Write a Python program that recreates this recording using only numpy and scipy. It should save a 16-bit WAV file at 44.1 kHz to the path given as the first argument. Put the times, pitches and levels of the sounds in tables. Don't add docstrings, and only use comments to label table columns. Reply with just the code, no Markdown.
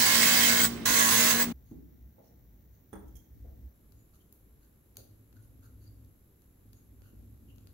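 import sys
import numpy as np
from scipy import signal
from scipy.fft import rfft, irfft, next_fast_len
from scipy.io import wavfile
from scipy.ndimage import uniform_filter1d, map_coordinates

SR = 44100
rng = np.random.default_rng(int(sys.argv[2]) if len(sys.argv) > 2 else 0)


def unload_audio(sound):
    columns = np.transpose(np.atleast_2d(sound))
    steps = np.round(np.clip(columns, -1, 1) * 32767)
    wavfile.write(sys.argv[1], SR, steps.astype(np.int16))


N = 340893
T = np.arange(N) / SR
GRINDING_END_S, BACKGROUND_CHANGE_S = 1.524, 3.735

# t/s, speed/Hz
SPINDLE_SPEED = [(0, 58.5), (.12, 58.1), (.31, 58.1), (.44, 58.7), (.77, 58.8), (1.07, 58.25), (1.24, 58.3),
                 (1.44, 58.9)]
# multiple of the spindle speed, relative level/dB
HUM_ORDERS = [(1, -11.5), (2, -4), (3, -14.5), (4, 8), (5, -6), (6, -13), (7, -16), (8, -12), (9, -18),
              (10, -18.5), (11, -16), (12, -20.5), (13, -27)]
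# touch/s, ease off/s, lift/s, level/dB, easing drop/dB, rasp trim/dB, fizz trim/dB
PASSES = [(-.4, .495, 0.652, -27, 2.5, -4, 0.85), (.853, 1.312, 1.4286, -28, 5.5, -3, 3.5)]
# f/Hz, gain/dB
RASP_EQ = [(240, -36), (400, -14.5), (435, -14), (466, -6.5), (552, -9), (634, -5.5), (822, -9),
           (1080, -1.5), (1170, -9.5), (1430, -3), (1680, -0.5), (2100, 1.5), (2500, -13), (3250, -41),
           (5500, -120)]
GRIT_EQ = [(1400, -35.5), (2300, -7), (2700, -4), (2930, -3), (3300, -2.5), (4150, -1.5), (4450, -1),
           (4800, -3.5), (5080, -5.5), (5330, 0.5), (5600, -5.5), (6000, 0), (6900, -2), (7600, -6),
           (8500, -14.5), (11000, -38)]
FIZZ_EQ = [(6500, -27), (8600, 0.5), (10500, 1.5), (13500, -1.5), (15000, 3.5), (16000, 2.5)]
CHURN_EQ = [(30, -21.5), (60, -7), (120, -5.5), (190, -0.5), (260, -1.5), (340, -3.5), (500, -16.5),
            (900, -20), (1900, -21), (3500, -24.5), (7000, -38), (16000, -44)]
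# f/Hz, width/Hz, relative level/dB, left-right/dB
SQUEAL_MODES = [(7986, 50, 2, -3.5), (15600, 150, 2, -6), (15660, 230, 3.5, 1)]
# f/Hz, width/Hz, first pass trim/dB, second pass trim/dB
HELD_MODES = [(469, 18, -22, -17.5), (1039.5, 55, -15, -11), (1110.4, 20, -17, -12), (1526, 22, -13, -17.5),
              (1683, 22, -10, -10), (1908, 25, -12.5, -14), (2150, 24, -7, -13), (2580, 120, -13.5, -16),
              (3170, 150, -9.5, -16), (3900, 190, -11, -11.5), (4770, 45, -9.5, -14.5),
              (5364, 85, -11.5, -13), (6340, 140, -14, -2.5), (7020, 180, -11, -4)]
# f/Hz, left-right correlation
GRINDER_IMAGE = [(60, 1.07), (290, 0.62), (640, 0.4), (1410, 0.45), (3100, 0), (15000, -0.14)]
# f/Hz, left-right/dB
GRINDER_PAN = [(100, 3.5), (200, -1), (700, -0.5), (1290, -6.5), (2100, -1.5), (3000, -5), (4400, -10),
               (5000, -7.5), (5800, -13), (7000, -9.5), (8600, 3), (10500, -4), (13500, 2.5), (16000, -2)]
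# t/s, level/dB, edge (0 lands flat, 1 edge to edge), left-right/dB
LANDINGS = [(2.929, -42, 0.19, -6), (2.934, -46, 0.12, -8), (2.954, -48, 0.054, 17),
            (3.08, -61.5, 0.92, -10), (3.154, -52.5, 1, -18), (3.165, -53, 0.97, -8)]
# f/Hz, base gain/dB (doubled when flat), offset on edge/dB, t60/s
PANE_MODES = [(200.4, -0.5, -37, 0.18), (318, -3.5, -37, 0.22), (433, 0.5, -20, 0.058),
              (943, -2, -30, 0.093), (1320, -7.5, -30, 0.12), (3240, -19, 5, 0.076),
              (3400, -8.5, -14, 0.045), (3560, -18, -22, .05), (5650, -27, -9, .06), (6080, -27, 8, .06),
              (8200, -16, -13, .1), (9330, -4.5, -19, 0.04), (9920, -34, -8, .05), (10660, -13, 6, .05)]
# f/Hz, gain/dB
CLACK_EQ = [(150, -20), (400, 5), (650, 2), (950, -3), (1800, -8), (2600, -26), (6000, -38), (16000, -37)]
CHINK_EQ = [(500, -27), (1700, -7), (4200, -21), (6200, 4.5), (9000, -13), (13000, 3), (16000, 0.5)]
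STRIP_EQ = [(500, 1.5), (1000, -6), (1420, 4), (2100, -15), (2850, 0), (3300, -8), (4450, 5), (5300, -8),
            (6800, 7), (7800, -16), (9300, -2), (11300, 3), (13000, 4), (16000, -2.5)]
# t/s, level/dB, tilt/(dB per octave), left-right/dB
TICKS = [(3.922, -55, 0, 9), (4.3259, -39, 15, 0), (4.958, -52.5, -3, 10), (4.9692, -36.5, 3.5, -2),
         (4.9704, -36.5, 2.5, 10), (5.3282, -56, -2.5, 7), (6.048, -60, 0, 6), (6.42, -59, 2, 6),
         (6.7316, -48.5, 0.5, 6), (7.02, -49.5, -5, 4), (7.5603, -58, 2, 5), (7.583, -50, -4, 7),
         (7.672, -49.5, -2.5, 4)]
# t/s, length/s, hiss/dB, ring f/Hz, ring/dB
SLIDES = [(1.621, 0.14, -75, 6460, -82), (2.203, .13, -74, 5660, -78), (2.717, 0.073, -76, 6500, -82),
          (3.933, 0.12, -81, 6900, -77), (4.124, 0.057, -68, 1280, -80), (4.188, 0.047, -73, 3140, -76),
          (4.595, 0.093, -73, 1500, -81), (4.948, 0.092, -75, 4560, -69), (5.35, 0.038, -71, 1450, -70),
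          (5.407, 0.062, -71, 11000, -69), (5.611, .075, -66, 1390, -68.5), (5.785, 0.11, -70, 4600, -82),
          (5.858, 0.034, -71, 4670, -68), (6.736, .08, -78, 6670, -73), (6.994, .16, -75, 2870, -79.5),
          (7.0, 0.13, -75, 1426, -75), (7.469, 0.07, -75, 2870, -70)]
# t/s, level/dB, peak f/Hz, t60/s
KNOCKS = [(1.711, -42, 245, 0.22), (2.181, -56, 550, 0.32), (2.929, -43, 205, 0.1), (3.442, -57, 448, 0.36),
          (4.976, -57, 478, 0.23), (7.131, -52.5, 261, 0.11), (7.42, -60.5, 246, 0.36)]
# f/Hz, t60/s
ROOM_T60 = [(100, 0.94), (1000, 0.51), (5000, 0.38), (16000, 0.36)]
# t/s, length/s, level/dB
WEIGHT_SHIFTS = [(1.45, 0.67, -55), (2.28, 0.51, -57), (2.92, .32, -51), (3.3, .42, -46.5),
                 (4.33, .32, -63)]
WHEEL_ROLLS = [(3.76, 0.34, -60), (4.9, 0.4, -60.5), (5.26, 0.91, -57), (6.57, 0.73, -59),
               (7.12, 0.85, -56)]
# f/Hz, gain/dB
DEEP_EQ = [(15, -39), (32, -19.5), (50, 6), (70, 11), (90, -43), (200, -55)]
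BOOM_EQ = [(50, -42), (82, -12.5), (101, 6), (122, -9), (180, -19), (400, -53)]
BODY_EQ = [(100, -47), (170, -9), (255, 6), (420, -16), (700, -21.5), (2000, -70)]
EARLY_AIR_EQ = [(59, -30), (100, -1), (302, -13.5), (1200, -33.5), (1950, -31.5), (2630, -39.5),
                (3860, -40), (5190, -42), (5770, -37), (7610, -40.5), (8280, -50), (11200, -34.5),
                (12400, -39.5), (13200, -25), (16000, -32.5)]
LATE_AIR_EQ = [(100, -1), (200, -4.5), (300, -5), (450, -10.5), (700, -20), (1300, -24), (3000, -31),
               (5300, -34.5), (7600, -28), (8300, -55), (9400, -34.5), (11200, -18), (12300, -26),
               (15800, -27.5)]
# f/Hz, left-right correlation
ROOM_IMAGE = [(60, 0.95), (150, 0.94), (300, 0.77), (700, 0.079), (2000, 0.05), (15000, 0.052)]
# f/Hz, width/Hz, level before 3.7 s/dB, level after/dB
BUZZ_MODES = [(3851, 270, -96, -95), (5755, 310, -93.5, -105), (7650, 140, -102, -91),
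              (11450, 59, -88, -80), (13450, 150, -81, -82), (15550, 200, -79.5, -92)]


def grinder():
    t = T[:round((GRINDING_END_S + .05) * SR)]
    turns = np.cumsum(np.interp(t, *np.transpose(SPINDLE_SPEED))) / SR
    hum = sum(amp(db + 2 * waver(len(t), hz=7.6)) * np.cos(2 * np.pi * (order * turns + rng.random()))
              for order, db in HUM_ORDERS)
    churn = stereo(diamonds(turns, memory=.37), CHURN_EQ, GRINDER_IMAGE, GRINDER_PAN)
    running = amp(-38) * unit(hum) + amp(-39.5) * churn + grinding(t, turns)
    out = np.zeros((2, N))
    add(out, 0, running * until(GRINDING_END_S, t))
    return out


def grinding(t, turns):
    n = len(t)
    place = GRINDER_IMAGE, GRINDER_PAN
    bite = unit(1 + .5 * np.exp(-(turns % 1) / .08))
    rasp = stereo(diamonds(turns, memory=.85), RASP_EQ, *place)
    grit = drifting_ripple(stereo(diamonds(turns, memory=.45), GRIT_EQ, *place))
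    fizz = drifting_ripple(stereo(diamonds(turns, memory=.3) * bite, FIZZ_EQ, *place))
    scratch = diamonds(turns, memory=.4)
    squeal = sum(amp(db + waver(n, hz=14)) * pan(side) * resonate(scratch, hz, width)
                 for hz, width, db, side in SQUEAL_MODES)
    modes = [amp(2 * waver(n, hz=9.3)) * pan(curve(GRINDER_PAN, hz)) * resonate(scratch, hz, width)
             for hz, width, *_ in HELD_MODES]
    mode_hz, _, *grips = np.transpose(HELD_MODES)
    mode_slopes = .86 * np.log2(mode_hz / 1180)
    out = 0
    for (touch, ease, lift, level_db, drop_db, rasp_db, fizz_db), grip_db in zip(PASSES, grips):
        contact, pressure_db = hand(t, touch, ease, lift, drop_db)
        squeal_db = -8.5 + 7.5 * np.exp(-((t - lift) / .043) ** 2)
        # sound, trim/dB, dB per dB of pressure
        layers = [(rasp, rasp_db, .42), (grit, 1, .9), (fizz, fizz_db, 1.3), (squeal, squeal_db, .48),
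                  *zip(modes, grip_db, mode_slopes)]
        out += contact * sum(amp(level_db + db + slope * pressure_db) * x for x, db, slope in layers)
    return out * amp(.6 * waver(n, hz=55))


def diamonds(turns, memory, points_per_turn=756):
    preroll_turns = 32
    strikes = rng.standard_normal((2, preroll_turns + 128, points_per_turn))
    track = signal.lfilter([1], [1, -memory], strikes, axis=1)[:, preroll_turns:].reshape(2, -1)
    return np.array([map_coordinates(side, [turns * points_per_turn], order=3) for side in track])


def hand(t, touch, ease, lift, drop_db, attack_s=.0049, lean_s=.1, ease_s=.04):
    held, gone = np.maximum(t - touch, 0), np.maximum(t - lift, 0)
    release_db = np.maximum(-481 * gone, -13 - 111 * gone)
    contact = np.minimum(held / attack_s, 1) * amp(release_db)
    pressure_db = -2.5 * np.exp(-held / lean_s) - drop_db * np.clip((t - ease) / ease_s, 0, 1)
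    return contact, pressure_db


def drifting_ripple(x, depth_db=2.2):
    bands = signal.stft(x, nperseg=1024, noverlap=768)[2]
    ripple = uniform_filter1d(rng.standard_normal(bands.shape[1:]), size=3, axis=0)
    ripple = unit(uniform_filter1d(ripple, size=36, axis=1))
    rippled = signal.istft(bands * amp(depth_db * ripple), nperseg=1024, noverlap=768)[1]
    return unit(rippled[:, :x.shape[1]])


def pane(t):
    out = np.zeros((2, N))
    attack = 1 - np.exp(-t / .001)
    for start, db, edge, side in LANDINGS:
        clack, chink = eq(noise(len(t)), CLACK_EQ), eq(noise(len(t)), CHINK_EQ)
        contact = ((1 - edge) * clack + edge * chink) * decay(t, t60=.082)
        ring = 0
        for hz, base_db, edge_db, t60 in PANE_MODES:
            phase = rng.random() + rng.random((2, 1)) * min(hz / 2500, 1)
            gain = amp((2 - edge) * base_db + edge * edge_db)
            ring += gain * np.sin(2 * np.pi * (hz * t + phase)) * decay(t, t60)
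        add(out, start, amp(db) * pan(side) * (contact + amp(2.5) * ring) * attack)
    return out


def strip_ticks(t):
    out = np.zeros((2, N))
    envelope = decay(t, t60=.007) + amp(-18) * decay(t, t60=.07)
    for start, db, tilt, side in TICKS:
        tick = shaped(noise(len(t)), lambda f: amp(curve(STRIP_EQ, f) + tilt * np.log2((f + 100) / 3000)))
        add(out, start, amp(db) * pan(side) * tick * envelope)
    return out


def glass_slides():
    out = np.zeros((2, N))
    for start, length, hiss_db, hz, ring_db in SLIDES:
        n = round(length * SR)
        slips = noise(n) * amp(3.2 * waver(n, hz=600))
        rub = amp(hiss_db) * eq(slips, STRIP_EQ) + amp(ring_db - .5) * resonate(slips, hz, width=190)
        add(out, start, rub * np.hanning(n))
    return out


def bench_knocks(t):
    out = np.zeros((2, N))
    attack = 1 - np.exp(-t / .0021)
    for start, db, hz, t60 in KNOCKS:
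        hump = [(hz / 3, -25), (hz * .37, -9), (hz, 0), (hz * 1.56, -9), (hz * 2, -21), (hz * 10, -55)]
        thud = stereo(noise(len(t)), hump, ROOM_IMAGE)
        add(out, start, amp(db) * thud * decay(t, t60) * attack)
    return out


def room_echo(x):
    taps = noise(SR // 2) * (rng.random((2, SR // 2)) < .1)
    taps[:, :SR // 110] = 0
    hz, t, bands = signal.stft(taps, SR, nperseg=256)
    tail = signal.istft(bands * decay(t, curve(ROOM_T60, hz)[:, None]), SR, nperseg=256)[1]
    return signal.oaconvolve(x, tail / np.linalg.norm(tail[0]), axes=1)[:, :N]


def rumble():
    shift, roll = swells(WEIGHT_SHIFTS, fade_s=.052), swells(WHEEL_ROLLS, fade_s=.1)
    out = 0
    for band, early_db, late_db, shift_db, roll_db in [(DEEP_EQ, -64, -65.5, 0, -3),
                                                          (BOOM_EQ, -72, -72.5, -13.5, 0),
                                                          (BODY_EQ, -74, -85, -19, -9.5)]:
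        rest = early_to_late(amp(early_db), amp(late_db))
        level = np.sqrt(rest ** 2 + (amp(shift_db) * shift) ** 2 + (amp(roll_db) * roll) ** 2)
        out += level * stereo(noise(N), band, ROOM_IMAGE)
    return out * (1 - until(GRINDING_END_S, T))


def room_air():
    return early_to_late(amp(-62.5) * stereo(noise(N), EARLY_AIR_EQ, ROOM_IMAGE),
                            amp(-64) * stereo(noise(N), LATE_AIR_EQ, ROOM_IMAGE))


def mains_buzz(mains_hz=60):
    spikes = np.sinc((T * mains_hz % 1 - .5) * SR / mains_hz)
    out = 0
    for hz, width, early_db, late_db in BUZZ_MODES:
        ring = resonate(spikes * (1 + .15 * noise(N)), hz, width)
        out += ring * early_to_late(amp(early_db), amp(late_db))
    return out


def amp(db):
    return 10 ** (np.asarray(db) / 20)


def unit(x):
    return x / np.sqrt(np.mean(x ** 2) + 1e-30)


def noise(n):
    return rng.standard_normal((2, n))


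def waver(n, hz):
    return shaped(rng.standard_normal(n), lambda f: np.exp(-(f / hz) ** 2))


def curve(points, hz):
    f, value = np.transpose(points)
    return np.interp(np.log(hz + 1), np.log(f + 1), value)


def shaped(x, gain):
    n = x.shape[-1]
    size = next_fast_len(n, True)
    return unit(irfft(rfft(x, size) * gain(np.fft.rfftfreq(size, 1 / SR)), size)[..., :n])


def eq(x, points):
    return shaped(x, lambda f: amp(curve(points, f)))


def resonate(x, hz, width):
    return shaped(x, lambda f: 1 / (1 + 1j * (f - hz) / width) ** 2)


def stereo(x, colour, image, balance=((1, 0), (2, 0))):
    n = x.shape[-1]
    size = next_fast_len(n, True)
    (left, other), f = rfft(x, size), np.fft.rfftfreq(size, 1 / SR)
    correlation = np.clip(curve(image, f), -1, 1)
    right = correlation * left + np.sqrt(1 - correlation ** 2) * other
    pair = np.array([left, right]) * pan(curve(balance, f)) * amp(curve(colour, f))
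    return unit(irfft(pair, size)[:, :n])


def pan(db):
    return amp(np.array([[.5], [-.5]]) * db) / np.sqrt((amp(db) + amp(-db)) / 2)


def decay(t, t60):
    return amp(-60 * t / t60)


def swells(rows, fade_s):
    return sum(amp(db) * np.clip(np.minimum(T - start, start + length - T) / fade_s, 0, 1)
               for start, length, db in rows)


def until(end, t):
    return np.clip((end - t) / .008 + .5, 0, 1)


def early_to_late(before, after):
    early = until(BACKGROUND_CHANGE_S, T)
    return early * before + (1 - early) * after


def add(mix, start, sound):
    part = mix[:, max(round(start * SR), 0):][:, :sound.shape[1]]
    part += sound[:, :part.shape[1]]


def scene():
    machine = grinder()
    bed = room_air() + rumble() + mains_buzz()
    t = T[:SR // 2]
    handling = bench_knocks(t) + pane(t) + strip_ticks(t) + glass_slides()
    return machine + bed + handling + amp(-5) * room_echo(handling)


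def record(dry):
    high_cut = signal.firwin(601, 15800, window=("kaiser", 8), fs=SR)
    return signal.oaconvolve(dry, high_cut[None], "same", axes=1)


dry = scene()
out = record(dry)
unload_audio(out)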